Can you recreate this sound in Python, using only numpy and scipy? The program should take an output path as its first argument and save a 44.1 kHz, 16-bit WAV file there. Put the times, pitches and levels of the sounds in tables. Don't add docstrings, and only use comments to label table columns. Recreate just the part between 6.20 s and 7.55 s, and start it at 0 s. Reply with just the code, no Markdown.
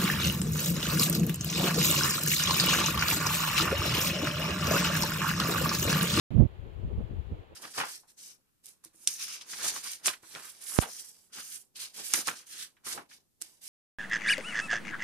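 import sys
import numpy as np
from scipy import signal
from scipy.fft import rfft, irfft
from scipy.io import wavfile
from scipy.ndimage import uniform_filter1d

SR = 44100
rng = np.random.default_rng(int(sys.argv[2]) if len(sys.argv) > 2 else 0)


def wav_record(signal):
    frames = np.transpose(np.atleast_2d(signal))
    bounded = np.clip(frames, -1, 1)
    quanta = np.round(bounded * 32767).astype(np.int16)
    wavfile.write(sys.argv[1], SR, quanta)


N = 59535

# t/s, level/dB
HISS_ENVELOPE = [(.106, -53), (.25, -57.5), (.3, -60), (.55, -59.5), (.8, -58.5), (.9, -59), (1.2, -59.5),
                 (1.26, -61.5), (1.35, -61.5)]
FLUTTER_ENVELOPE = [(.29, -56.5), (.41, -59), (.46, -50.5), (.545, -56.5), (.63, -48.5), (.67, -55.5),
                    (.72, -41.5), (.745, -58.5), (.805, -41), (.84, -53.5), (.96, -50.5), (1.075, -61.5),
                    (1.125, -47), (1.16, -51), (1.24, -54.5), (1.265, -76.5), (1.328, -46.5), (1.35, -83)]
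FLOW_ENVELOPE = [(0.106, -55.7), (0.124, -52), (0.382, -44.5), (0.394, -36), (0.472, -41.5), (0.52, -42),
                 (0.532, -45), (0.556, -38.5), (0.598, -30.9), (0.61, -41.5), (0.64, -24), (0.658, -35.5),
                 (0.676, -34), (0.718, -37.5), (0.73, -27.5), (0.808, -36.5), (0.844, -29.5), (0.892, -51),
                 (0.904, -30), (0.928, -37.5), (0.958, -33.5), (1.006, -28.5), (1.036, -47), (1.072, -36),
                 (1.108, -43), (1.12, -39), (1.144, -34), (1.156, -51), (1.204, -39), (1.228, -59.5),
                 (1.35, -52.5)]
# t/s, rumble level/dB, rasp level/dB
GUST_ENVELOPES = [(.106, -34.5, -41), (.13, -30, -52), (.16, -19, -63), (.176, -14, -35),
                  (.196, -14.5, -33.5), (.208, -10.5, -23.5), (.226, -16, -33), (.264, -23, -45),
                  (.271, -47.5, -57), (.31, -74, -88.5), (.4, -110, -110)]
# t/s, envelope peak level/dB, 1/e half width/s
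PUFF_EVENTS = [(0.208, -8.5, 0.0042), (0.392, -39, 0.0048), (0.649, -30, 0.012), (.677, -24.5, 0.003),
               (0.703, -48, 0.042), (0.784, -20.5, 0.0073), (0.843, -44, 0.0095), (0.93, -38.5, 0.018),
               (0.959, -43, 0.0058), (0.987, -42, 0.019), (1.127, -26, 0.01)]
KNOCK_EVENTS = [(0.466, -51.5, 0.036), (0.648, -39.5, 0.014), (0.745, -44.5, 0.052), (0.803, -34, 0.012),
                (0.919, -41, 0.022), (1.115, -41.5, 0.015)]
# f/Hz, level/dB
HISS_LEFT_SPECTRUM = [(100, -14.5), (250, 10), (450, 10), (800, 5.5), (1300, 0.5), (2300, -3), (3250, -2.5),
                      (4100, -16), (5500, -28), (8000, -34.5), (11500, -23), (15000, -30.5)]
HISS_RIGHT_SPECTRUM = [(50, -31.5), (130, -20), (250, -8), (450, -17.5), (800, 6.5), (1300, 0.5),
                       (2300, -3), (3200, -5), (4200, -9.5), (5600, -23.5), (7100, -18.5), (8500, -27.5),
                       (15000, -25)]
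FLUTTER_SPECTRUM = [(60, -54), (130, -17.5), (250, -15), (320, 1), (440, -0.5), (560, -4), (750, -14),
                    (1100, -21), (2000, -44), (6000, -73)]
PUFF_SPECTRUM = [(40, -22.5), (110, -3), (170, 8), (280, -7), (500, -24), (1500, -52), (8000, -110)]
KNOCK_SPECTRUM = [(70, -42), (130, 2.5), (190, 19.5), (310, 4), (410, 10), (600, -28), (1200, -53),
                  (8000, -105)]
FLOW_RUMBLE_SPECTRUM = [(15, -24), (25, -6), (45, -5), (70, -1), (95, -4.5), (135, -15.5), (200, -26),
                        (400, -46.5), (3000, -90.5)]
FLOW_RASP_SPECTRUM = [(70, -24.5), (130, 5.5), (180, 5.5), (250, -11), (330, -14), (450, -10), (700, -25),
                      (1200, -40), (5000, -73)]
GUST_RUMBLE_SPECTRUM = [(15, -37), (25, -22.5), (45, -6.5), (65, -1.5), (112, 0), (165, -7.5), (240, -14),
                        (330, -19.5), (480, -30), (700, -45.5), (1500, -68), (8000, -115)]
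GUST_RASP_SPECTRUM = [(150, -19.5), (310, 4.5), (430, -10), (640, -7), (1000, -22), (1600, -33.5),
                      (3000, -55.5), (9000, -90)]
# f/Hz, power share/1
HISS_COHERENCE = [(300, .1), (800, .45), (1300, 0.53), (2300, .33), (4000, .1), (8000, .03)]

TIME_S, BINS_HZ = np.arange(N) / SR, np.fft.rfftfreq(N, 1 / SR)


def from_db(db):
    return 10 ** (np.asarray(db) / 20)


def unit_rms(x):
    return x / np.sqrt(np.mean(x ** 2) + 1e-20)


def per_sample(table, column=1):
    columns = np.transpose(table)
    return np.interp(TIME_S, columns[0], columns[column])


def per_bin(table):
    f_hz, value = np.transpose(table)
    return np.interp(np.log(BINS_HZ + 1e-3), np.log(f_hz), value)


def drift(rate_hz):
    lowpass = signal.butter(2, rate_hz, fs=SR, output="sos")
    return unit_rms(signal.sosfilt(lowpass, rng.standard_normal(2 * N))[N:])


def eddies(spectrum, span_s=0.027, evenness=0.96):
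    pressure = unit_rms(irfft(rfft(rng.standard_normal(N)) * from_db(per_bin(spectrum)), N))
    span = int(span_s * SR)
    power = uniform_filter1d(pressure ** 2, span, mode="wrap")
    smooth_power = uniform_filter1d(power, span, mode="wrap")
    return unit_rms(pressure / (smooth_power + 1e-9) ** (evenness / 2))


def swell(at_s, peak_db, half_width_s):
    return from_db(peak_db) * np.exp(-((TIME_S - at_s) / half_width_s) ** 2)


def shore_hiss(right_lag_s=0.00034):
    shared, left, right = rfft(rng.standard_normal((3, N)))
    share = per_bin(HISS_COHERENCE)
    delay = np.exp(-2j * np.pi * BINS_HZ * right_lag_s)
    left = np.sqrt(share) * shared + np.sqrt(1 - share) * left
    right = np.sqrt(share) * shared * delay + np.sqrt(1 - share) * right
    port_gains = from_db([per_bin(HISS_LEFT_SPECTRUM), per_bin(HISS_RIGHT_SPECTRUM)])
    hiss = unit_rms(irfft(np.array([left, right]) * port_gains, N))
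    return from_db(per_sample(HISS_ENVELOPE)) * hiss


def right_flutter(trim_db=0.5):
    return from_db(trim_db + per_sample(FLUTTER_ENVELOPE)) * eddies(FLUTTER_SPECTRUM)


def right_puffs(trim_db=1.8, swing_hz=75.9, turbulence_db=-11):
    turbulence = from_db(turbulence_db) * eddies(PUFF_SPECTRUM)
    puffs = np.zeros(N)
    for at_s, peak_db, half_width_s in PUFF_EVENTS:
        swing = np.sin(2 * np.pi * swing_hz * (at_s - TIME_S))
        puffs += swell(at_s, trim_db + peak_db, half_width_s) * (swing + turbulence)
    return puffs


def left_knocks(trim_db=2.4):
    envelope = sum(swell(at_s, trim_db + peak_db, half_width_s)
                   for at_s, peak_db, half_width_s in KNOCK_EVENTS)
    return envelope * eddies(KNOCK_SPECTRUM)


def left_wind(rumble_trim_db=1.02, ref_flow_db=-35, ref_rasp_db=-51, rasp_db_per_db=0.68):
    flow_db = per_sample(FLOW_ENVELOPE)
    patchiness_db = 1.5 * drift(rate_hz=8.7)
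    rasp_db = ref_rasp_db + rasp_db_per_db * (flow_db - ref_flow_db) + patchiness_db
    rumble = from_db(rumble_trim_db + flow_db) * eddies(FLOW_RUMBLE_SPECTRUM)
    rasp = from_db(rasp_db) * eddies(FLOW_RASP_SPECTRUM)
    return rumble + rasp


def right_gust(rumble_trim_db=0.95):
    rumble = from_db(rumble_trim_db + per_sample(GUST_ENVELOPES)) * eddies(GUST_RUMBLE_SPECTRUM)
    rasp = from_db(per_sample(GUST_ENVELOPES, column=2)) * eddies(GUST_RASP_SPECTRUM)
    return rumble + rasp


def scene():
    left = left_wind() + left_knocks()
    right = right_gust() + right_puffs() + right_flutter()
    return np.array([left, right]) + shore_hiss()


def record(dry, low_cut_hz=30, start_s=0.1055, stopband_hz=17200):
    highpass = signal.butter(2, low_cut_hz, "high", fs=SR, output="sos")
    lowpass = signal.cheby2(12, 70, stopband_hz, fs=SR, output="sos")
    gated = signal.sosfilt(highpass, dry) * (TIME_S >= start_s)
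    return signal.sosfilt(lowpass, gated)


dry = scene()
out = record(dry)
wav_record(out)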